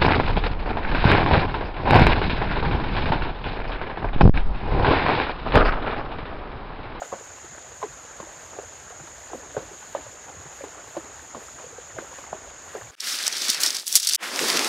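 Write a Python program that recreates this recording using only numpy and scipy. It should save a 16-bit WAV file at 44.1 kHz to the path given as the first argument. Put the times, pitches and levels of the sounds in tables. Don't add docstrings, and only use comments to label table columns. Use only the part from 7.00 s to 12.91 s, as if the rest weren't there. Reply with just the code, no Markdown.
import sys
import numpy as np
from scipy import signal
from scipy.fft import rfft, irfft, next_fast_len
from scipy.io import wavfile
from scipy.ndimage import uniform_filter1d

SR = 44100
rng = np.random.default_rng(int(sys.argv[2]) if len(sys.argv) > 2 else 0)


def gain_from_db(level_db):
    decades = np.asarray(level_db, float) / 20
    return 10 ** decades


def log_audio(samples):
    frames = np.atleast_2d(samples).T
    limited = np.clip(frames, -1, 1)
    pcm = np.round(limited * 32767).astype(np.int16)
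    wavfile.write(sys.argv[1], SR, pcm)


N = 260631


def evened(x):
    return x / np.sqrt(np.mean(x ** 2) + 1e-20)


def wander(size):
    return evened(uniform_filter1d(uniform_filter1d(rng.standard_normal(N), size=size), size=size))


def read(points, hz):
    f, value = np.transpose(points)
    return np.interp(np.log(hz + 1), np.log(f + 1), value)


def add(mix, s, sound):
    part = mix[round(s * SR):][:len(sound)]
    part += sound[:len(part)]


def hiss(shape, patchy_db, flicker_db, size=512):
    # frequency in Hz, likeness of left and right from 0 to 1
    likeness = [(60, 0.99), (300, 0.94), (700, 0.91), (1400, 0.79), (2100, 0.93), (2700, 1), (3500, 0.99),
                (8500, 1), (9300, 0.95), (15000, 1)]
    frames, hz = 4 * N // size + 5, np.fft.rfftfreq(size, 1 / SR)
    a, b, c, d, patches = rng.standard_normal((frames, len(hz), 5)).T
    patches = uniform_filter1d(patches, size=6, axis=0)
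    patches = evened(uniform_filter1d(patches, size=12, axis=1))
    flicker = evened(uniform_filter1d(rng.standard_normal(frames), size=4))
    same = np.clip(read(likeness, hz), 0, 1)[:, None]
    left = a + 1j * b
    right = same * left + np.sqrt(1 - same ** 2) * (c + 1j * d)
    level_db = read(shape, hz)[:, None] + patchy_db * patches + flicker_db * flicker
    z = np.array([left, right]) * gain_from_db(level_db)
    return evened(signal.istft(z, nperseg=size, noverlap=size - size // 4)[1][:, :N])


def ring(db, hz, t60, rise, attack_s):
    t = np.arange(round(1.5 * t60 * SR)) / SR
    shape = (1 - np.exp(-t / attack_s)) * gain_from_db(-60 * t / t60)
    turns = hz * (t + rise * t ** 2 / t60)
    return gain_from_db(db) * shape / shape.max() * np.sin(2 * np.pi * turns)


def rings(rows, rise=0, attack_s=0.001):
    out = np.zeros(N)
    for s, db, hz, t60 in rows:
        add(out, s, ring(db, hz, t60, rise, attack_s))
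    return out


def pockets():
    # start in seconds, peak in dB, pitch in Hz, t60 in seconds
    slapped = [(0.0192, -19, 726, 0.015), (0.0205, -30, 584, 0.054), (0.1261, -21.5, 530, 0.028),
               (0.1278, -30, 730, 0.035), (0.1371, -20, 590, 0.0078), (0.8276, -26, 680, 0.031),
               (0.8277, -21.5, 1023, 0.039), (0.8334, -25.5, 856, 0.03), (1.2015, -26, 580, 0.0083),
               (1.5871, -25, 430, 0.021), (1.5974, -27, 594, 0.012), (2.3325, -26, 730, 0.019),
               (2.3463, -27, 507, 0.027), (2.5669, -27, 916, 0.05), (2.5669, -16.5, 512, 0.027),
               (2.5737, -21, 443, 0.034), (2.5801, -31, 505, 0.027), (2.9502, -18.5, 582, 0.035),
               (3.6078, -31, 562, 0.067), (3.6386, -21.5, 450, 0.012), (3.9668, -21.5, 587, 0.032),
               (3.9707, -34, 595, 0.017), (4.3514, -51, 578, 0.067), (4.368, -44, 468, 0.08),
               (4.987, -20.5, 526, 0.0052), (5.3293, -18, 694, 0.012), (5.3327, -30, 760, 0.011),
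               (5.7506, -21.5, 530, 0.016), (5.766, -36, 745, 0.032), (4.9737, -35, 560, 0.071)]
    return rings(slapped, rise=-0.051)


def stones():
    # start in seconds, peak in dB, pitch in Hz
    knocks = [(0.017, -38, 1410), (0.0218, -31.5, 1290), (0.025, -33.5, 1500), (0.12, -31, 990),
              (0.1255, -25, 1070), (0.1356, -35, 930), (0.818, -30.5, 980), (0.832, -34.5, 1500),
              (1.2, -34, 1060), (1.203, -37, 1300), (1.2273, -43, 885), (1.5322, -34, 587),
              (1.5863, -31.5, 710), (1.5897, -29.5, 786), (2.332, -33.5, 1030), (2.5665, -30, 1520),
              (2.5677, -31, 1000), (2.574, -35, 1530), (2.5761, -24, 635), (2.9493, -21, 914),
              (2.9506, -33, 1240), (2.968, -29, 690), (2.978, -36, 1750), (3.9663, -37, 970),
              (3.9739, -29, 700), (4.347, -29.5, 1090), (0.828, -22, 994), (4.985, -28.5, 1550),
              (4.986, -27, 1220), (4.983, -43, 2130), (2.963, -39, 1010), (5.33, -28, 1110),
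              (4.348, -52, 557)]
    bodies = [(s, db, hz, 0.016) for s, db, hz in knocks]
    edges = [(s, db - 22, hz * 2.18, 0.0048) for s, db, hz in knocks]
    return rings(bodies + edges)


def hollows():
    # start in seconds, peak in dB, pitch in Hz
    hums = [(2.37, -42, 271), (0.124, -36, 210), (0.444, -40, 360), (0.8281, -43, 328), (1.229, -34.5, 340),
            (1.591, -43, 290), (2.035, -40.5, 354), (2.335, -29.5, 353), (2.347, -31, 250),
            (2.576, -29, 198), (2.5772, -35, 336), (2.625, -38.5, 326), (2.968, -35, 393),
            (2.979, -36.5, 337), (3.455, -41.5, 375), (3.642, -38, 317), (3.9689, -27, 357),
            (3.9774, -30, 328), (4.351, -32.5, 232), (4.9868, -35.5, 348), (4.991, -34, 215),
            (5.01, -39, 343), (5.347, -37.5, 390), (3.996, -52, 350)]
    cycles = 22.4
    return rings([(s, db, hz, cycles / hz) for s, db, hz in hums], rise=-0.093)


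def drips():
    # start in seconds, peak in dB, pitch in Hz
    falling = [(0.058, -38.5, 487), (0.716, -38, 474), (1.27, -39, 580), (1.292, -54, 610),
               (1.563, -39, 737), (1.905, -39, 492), (1.924, -37, 717), (2.3446, -36, 695),
               (2.5475, -31, 605), (2.5762, -36, 1080), (2.5801, -34, 700), (2.6234, -37, 530),
               (2.713, -36, 388), (2.949, -44, 457), (2.984, -42, 660), (3.0644, -35, 560),
               (2.735, -42, 545), (3.6384, -32.5, 857), (3.949, -36, 690), (3.956, -39, 880),
               (3.9793, -48, 610), (4.642, -34, 490), (4.665, -38.5, 510), (4.727, -36.5, 470),
               (4.7839, -31.5, 484), (4.9667, -33, 636), (5.0234, -33, 550), (5.1846, -35.5, 566),
               (5.345, -37, 634), (5.742, -39, 470)]
    # start in seconds, peak in dB, pitch in Hz
    trickles = [(0.057, -45, 1510), (0.26, -46, 1510), (0.319, -54, 2520), (0.887, -49.9, 2500),
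                (1.112, -41, 1370), (1.132, -48.2, 2300), (1.162, -46, 300), (1.265, -48, 2070),
                (1.398, -50.9, 2580), (1.413, -46, 2000), (1.877, -42, 1640), (1.911, -43, 1080),
                (1.997, -38, 780), (1.998, -40, 305), (2.002, -53, 2480), (2.111, -48.5, 2280),
                (2.182, -41, 665), (2.236, -45, 1790), (2.291, -45.8, 1770), (2.343, -50, 1740),
                (2.518, -41, 302), (2.583, -44, 1280), (2.938, -41, 1590), (2.95, -45, 2000),
                (3.146, -40.2, 480), (3.308, -50, 1250), (3.397, -41, 300), (3.452, -48, 2080),
                (3.603, -41.8, 1720), (3.617, -41, 2170), (3.779, -39, 1150), (3.8, -40, 1440),
                (3.998, -42.4, 1810), (4.046, -39, 340), (4.245, -45.4, 1830), (4.557, -43, 296),
                (4.596, -46, 2500), (4.781, -36, 740), (4.813, -46.9, 1930), (4.895, -47, 2250),
                (4.9, -47.0, 1950), (4.91, -42, 1830), (4.983, -47, 2130), (5.113, -37.5, 540),
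                (5.129, -38.5, 950), (5.162, -42, 1770), (5.184, -45, 2480), (5.191, -40, 302),
                (5.265, -44, 2130), (5.38, -42.7, 300), (5.418, -43, 300), (5.445, -40, 685),
                (5.497, -50, 2200), (5.542, -48, 1450), (5.661, -41, 750), (5.761, -39, 1660),
                (5.781, -43, 1890), (5.87, -44, 2300)]
    rows = [(s, db, hz, 0.043) for s, db, hz in falling]
    return rings(rows + [(s, db, hz, 0.029) for s, db, hz in trickles])


def blips():
    # start in seconds, peak in dB, pitch in Hz
    bubbles = [(0.143, -31, 620), (0.157, -36, 1500), (0.21, -35, 447), (0.309, -39, 1440),
               (0.384, -36, 1080), (0.548, -39, 1700), (0.69, -45, 1510), (0.716, -37, 1520),
               (1.229, -30.5, 920), (1.292, -41, 710), (1.532, -34, 875), (1.594, -40, 850),
               (1.586, -38, 1200), (1.588, -36, 1600), (1.534, -41, 1440), (2.158, -39, 1750),
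               (2.302, -36, 800), (2.354, -31, 525), (2.398, -42, 640), (2.508, -35, 1440),
               (2.589, -38, 347), (3.284, -33, 870), (3.292, -38, 990), (3.296, -46, 1580),
               (3.299, -32.5, 510), (3.537, -52, 1520), (3.59, -39, 1650), (3.612, -42, 1700),
               (3.62, -36, 2200), (3.645, -39, 1500), (0.828, -37, 2100), (2.951, -44, 1980),
               (3.635, -38, 424), (3.747, -36, 1130), (3.874, -37, 1040), (3.986, -41, 710),
               (4.195, -32.5, 1590), (4.353, -33, 560), (4.368, -32, 517), (4.378, -32, 520),
               (4.406, -37, 1400), (4.416, -38, 450), (4.484, -36, 1280), (4.562, -42, 1590),
               (4.587, -33, 1160), (4.8, -38, 1600), (4.874, -37.5, 1060), (1.1, -46, 845),
               (1.049, -38.5, 497), (4.961, -38, 930), (4.98, -40, 1900), (4.993, -43, 1010),
               (5.188, -33, 1040), (5.24, -31.5, 1140), (5.678, -33, 1120), (5.734, -36, 1230),
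               (5.742, -35, 1500), (5.769, -33, 750), (5.78, -37, 800), (5.809, -40, 447),
               (5.813, -32, 1660), (5.821, -33, 1150)]
    cycles = 10.8
    return rings([(s, db, hz, cycles / hz) for s, db, hz in bubbles], rise=0.028, attack_s=0.00042)


def gulp(db, hz, length, rise):
    u = np.linspace(0, 1, round(length * SR))
    turns = np.cumsum(hz * (1 + rise * u ** 4)) / SR
    return gain_from_db(db) * signal.windows.tukey(len(u), .7) * np.sin(2 * np.pi * turns)


def cavities():
    # start in seconds, peak in dB, pitch in Hz, length in seconds,
    # late pitch rise as a share
    gulps = [(.123, -44, 180, 0.038, 0.21), (.493, -48.5, 130, 0.047, 1.9), (1.196, -42, 162, 0.022, 0.8),
             (1.64, -47, 87, 0.047, 0.82), (2.0, -42, 125, 0.032, 0.88), (2.567, -35.5, 118, 0.033, 1.1),
             (3.041, -47, 111, 0.068, 0), (3.366, -42, 73, 0.063, 2), (3.448, -46, 144, 0.042, 0.07),
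             (3.965, -45.5, 162, 0.023, 0), (4.343, -45.5, 109, 0.034, 1.2), (4.655, -51, 143, 0.036, 0.72),
             (4.943, -42, 113, 0.04, 0.7), (5.324, -41, 165, 0.019, 0.5), (5.808, -47, 101, 0.079, 1.2)]
    # start in seconds, peak in dB, pitch in Hz, length in seconds,
    # late pitch rise as a share
    sinks = [(0.8315, -27, 430, .025, -.12), (0.8555, -38, 335, .014, -.1), (2.314, -40, 430, .016, -.05),
             (5.770, -38, 370, .019, -.2), (2.992, -41, 310, .02, -.05), (2.599, -39, 500, .012, .2),
             (1.63, -39, 500, .012, .1), (0.439, -42, 430, .012, -.2), (5.7525, -30, 430, .015, -.08),
             (3.655, -42, 390, .03, .5), (3.36, -46, 170, .022, -.5)]
    # start in seconds, peak in dB, pitch in Hz, length in seconds,
    # late pitch rise as a share
    bursts = [
        (4.478, -46, 1193, .02, 2.3),
    ]
    out = np.zeros(N)
    for rows in (gulps, bursts, sinks):
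        for s, *cavity in rows:
            add(out, s, gulp(*cavity))
    return out


def banks(x, wet_db, t60):
    t = np.arange(SR // 4) / SR
    signs = rng.choice([-1., 1.], (2, len(t)))
    present = rng.random((2, len(t))) < 2000 / SR
    taps = signs * present * (t > .003) * gain_from_db(-60 * t / t60)
    taps = 0.88 * taps[:1] + 0.35 * taps
    scatter = signal.oaconvolve(x[None], taps / np.linalg.norm(taps[0]), axes=1)[:, :N]
    return x + gain_from_db(wet_db) * scatter


def hooves():
    struck = pockets() + hollows() + stones() + drips() + blips()
    struck = signal.lfilter(*signal.iirnotch(205, 2.2, SR), struck)
    return banks(struck + cavities(), wet_db=-13, t60=.16)


def splashes():
    # start in seconds, level in dB, t60 in seconds
    sheets = [(0.022, -37, 0.3), (0.126, -39, 0.25), (0.826, -31, 0.12), (1.2003, -34, 0.081),
              (1.2264, -48, 0.17), (1.534, -40, 0.046), (1.5875, -45, 0.11), (1.9964, -53, 0.13),
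              (2.3321, -42, 0.087), (2.567, -38, 0.29), (2.948, -34.5, 0.31), (3.2824, -42, 0.1),
              (3.639, -32.5, 0.065), (3.9664, -32.5, 0.088), (4.345, -39.5, 0.41), (4.577, -42, 0.53),
              (4.9853, -34, 0.14), (5.3266, -38, 0.21), (5.7476, -37.5, 0.17)]
    # start in seconds, peak in dB
    slaps = [(0.208, -40), (0.261, -44), (0.384, -41), (0.579, -22), (0.717, -25), (1.104, -50),
             (1.29, -24), (1.531, -34), (1.9, -25), (1.999, -29), (2.072, -21.5), (2.396, -46),
             (2.696, -30), (2.729, -44), (2.825, -24), (3.282, -35), (3.297, -27), (3.461, -27),
             (3.62, -40), (4.041, -25), (4.346, -42), (4.409, -47), (4.488, -31), (4.641, -34),
             (5.138, -25), (5.183, -26), (5.245, -27.5), (5.416, -28), (5.68, -30), (5.815, -29)]
    # frequency in Hz, level in dB per Hz
    droplets = [(200, -49), (350, -3.5), (700, 0.5), (1500, -8), (2200, -15), (3000, -17.5), (6000, -27),
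                (11000, -65)]
    level = np.zeros(N)
    for s, db, t60 in sheets + [(s, db - 10.5, 0.035) for s, db in slaps]:
        t = np.arange(round(t60 * SR)) / SR
        add(level, s, gain_from_db(db - 60 * t / t60) * (1 - np.exp(-t / 0.0018)))
    return gain_from_db(-1.0) * level * hiss(droplets, patchy_db=2.0, flicker_db=0.0, size=256)


def babble(per_s, spread_db):
    # bubble pitch in Hz, level in dB
    sizes = [(260, -4.5), (400, 0), (600, -4), (900, -5), (1500, -11), (2600, -18.5)]
    out = np.zeros((2, N))
    pitches = np.geomspace(260, 2600, num=28)
    clumps = gain_from_db(3.6 * wander(1500))
    clumps /= clumps.mean()
    for hz in pitches:
        loudness = gain_from_db(spread_db * np.minimum(rng.exponential(1, N), 2.6))
        train = loudness * (rng.random(N) < clumps * per_s / len(pitches) / SR)
        bubble = hz / 600 * ring(read(sizes, hz), hz, 13.2 / hz, rise=0.12, attack_s=0.0011)
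        balance = gain_from_db(rng.normal(0, 1.0, (2, 1)))
        out += signal.oaconvolve(train, bubble)[:N] * balance
    return evened(out)


def flings():
    # middle of the swing in seconds, level in dB over the calm spray
    swings = [(.05, 3), (.27, 2.5), (.82, 3), (1.4, 3.5), (1.8, 2), (2.22, 3), (2.36, 0.5), (2.58, 3.5),
              (2.75, 4), (2.9, 6.5), (3.05, 2.5), (3.61, 6), (3.92, 5), (4.2, 3.5), (4.46, 7), (4.62, 1),
              (5.0, 4.5), (5.17, 9), (5.7, 7), (5.8, 3.5)]
    half_width_s = 0.074
    t = np.arange(N) / SR
    db = sum(db * np.exp(-((t - s) / half_width_s) ** 2) for s, db in swings)
    return db - db.mean()


def creek():
    # time in seconds, babble in dB
    stir = [(0, -55), (.18, -49), (.35, -51), (1.04, -53), (1.23, -47.5), (1.4, -53.5), (1.61, -47.5),
            (1.76, -52.5), (2.11, -52), (2.34, -49), (2.5, -48.5), (2.93, -51.5), (3.32, -48.5),
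            (3.45, -52.5), (3.77, -48), (4.62, -54), (5.15, -48.5), (5.91, -51.5)]
    # frequency in Hz, level in dB per Hz
    wash_shape = [(120, -23), (210, -7.5), (330, -10), (580, 1), (900, -1), (1220, -2), (1550, 0),
                  (2100, -6), (2700, -20.5), (4000, -36), (9000, -64)]
    # frequency in Hz, level in dB per Hz
    spray_shape = [(1500, -8), (2600, 0), (4100, -3), (5600, -4), (7800, -7), (8800, -7.5), (10000, -9.5),
                   (11800, -15), (14000, -17.5), (14800, -18), (15700, -29)]
    stir_s, level_db = np.transpose(stir)
    stir_db = np.interp(np.arange(N) / SR, stir_s, level_db)
    stir_db = stir_db - stir_db.mean()
    burst_db = flings()
    wash = gain_from_db(-48.5 + 0.062 * stir_db) * hiss(wash_shape, patchy_db=2.0, flicker_db=0.4)
    bubbles = gain_from_db(-53.5 + 1.73 * stir_db) * babble(per_s=900, spread_db=3.0)
    spray = gain_from_db(-52.5) * hiss(spray_shape, patchy_db=1.16, flicker_db=0.7, size=256)
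    hz = np.fft.rfftfreq(N, 1 / SR)
    mist = irfft(rfft(spray) / (1 + (9000 / (hz + 1)) ** 8), N)
    coarse = spray - mist
    gusts_db = 1.3 * wander(2500)
    return wash + bubbles + gain_from_db(.22 * burst_db) * coarse + gain_from_db(.9 * burst_db + gusts_db) * mist


def resonate(x, hz, width):
    b, a = signal.iirpeak(hz, hz / width, SR)
    return signal.lfilter(b, a, signal.lfilter(b, a, x))


def insects(count, clicks_hz, throb_hz, depth):
    # pitch in Hz, width in Hz, level in dB
    tymbals = [(6564, 570, -0.5), (6853, 620, 2), (7090, 290, -2.5)]
    t, near = np.arange(N) / SR, np.zeros(N)
    for k in range(count):
        drift = 1 + .12 * evened(uniform_filter1d(rng.standard_normal(N), size=300))
        rate = clicks_hz * rng.uniform(.85, 1.15) * drift
        clicks = np.diff(np.floor(np.cumsum(rate) / SR), prepend=0)
        throb = 1 + depth * np.sin(2 * np.pi * (throb_hz * rng.uniform(1.0, 1.03) * t + rng.random()))
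        hz, width, db = tymbals[k % len(tymbals)]
        near += gain_from_db(db) * evened(resonate(clicks * throb * rng.uniform(0.13, 1, N), hz, width))
    far = np.zeros(N)
    for hz, width, db in tymbals:
        far += gain_from_db(db) * evened(resonate(rng.standard_normal(N), hz, width))
    return gain_from_db(-46) * evened(0.49 * evened(near) + 0.99 * evened(far))


def rumble():
    # frequency in Hz, level in dB per Hz
    hum = [(18, -35), (32, -18), (50, 8), (75, 4.5), (125, -0.5), (180, -7), (260, -14), (500, -47),
           (3000, -80)]
    return gain_from_db(-56) * hiss(hum, patchy_db=2.5, flicker_db=-1.0, size=2048)


def scene():
    water = hooves() + splashes() + creek()
    return water + insects(count=6, clicks_hz=180, throb_hz=39.8, depth=0.24) + rumble()


def band_limit(x):
    return signal.sosfilt(signal.butter(12, 15730, fs=SR, output="sos"), x)


def record(dry):
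    # frequency in Hz, left minus right in dB
    lean = [(60, -0.5), (200, -1.5), (380, -0.1), (700, -1.7), (1300, -0.5), (2200, 1), (3000, 0)]
    # frequency in Hz, phase between the microphones in radians
    phase = [(150, 0), (700, -.22), (1300, -.1), (2400, 0), (8750, 0), (9300, 1.9), (10150, 3.14),
             (11200, 5.2), (12200, 6.28), (13100, 8.3), (13900, 9.42), (14700, 11.4), (15400, 12.56)]
    size = next_fast_len(N)
    hz = np.fft.rfftfreq(size, 1 / SR)
    left = gain_from_db(read(lean, hz) / 2) * np.exp(-.5j * read(phase, hz))
    passed = (hz < 15750) / (1 + (38 / (hz + 1)) ** 4)
    ports = np.array([left, 1 / left]) * passed
    mix = irfft(rfft(dry, size) * ports, size)[:, :N]
    return band_limit(mix)


dry = scene()
out = record(dry)
log_audio(out)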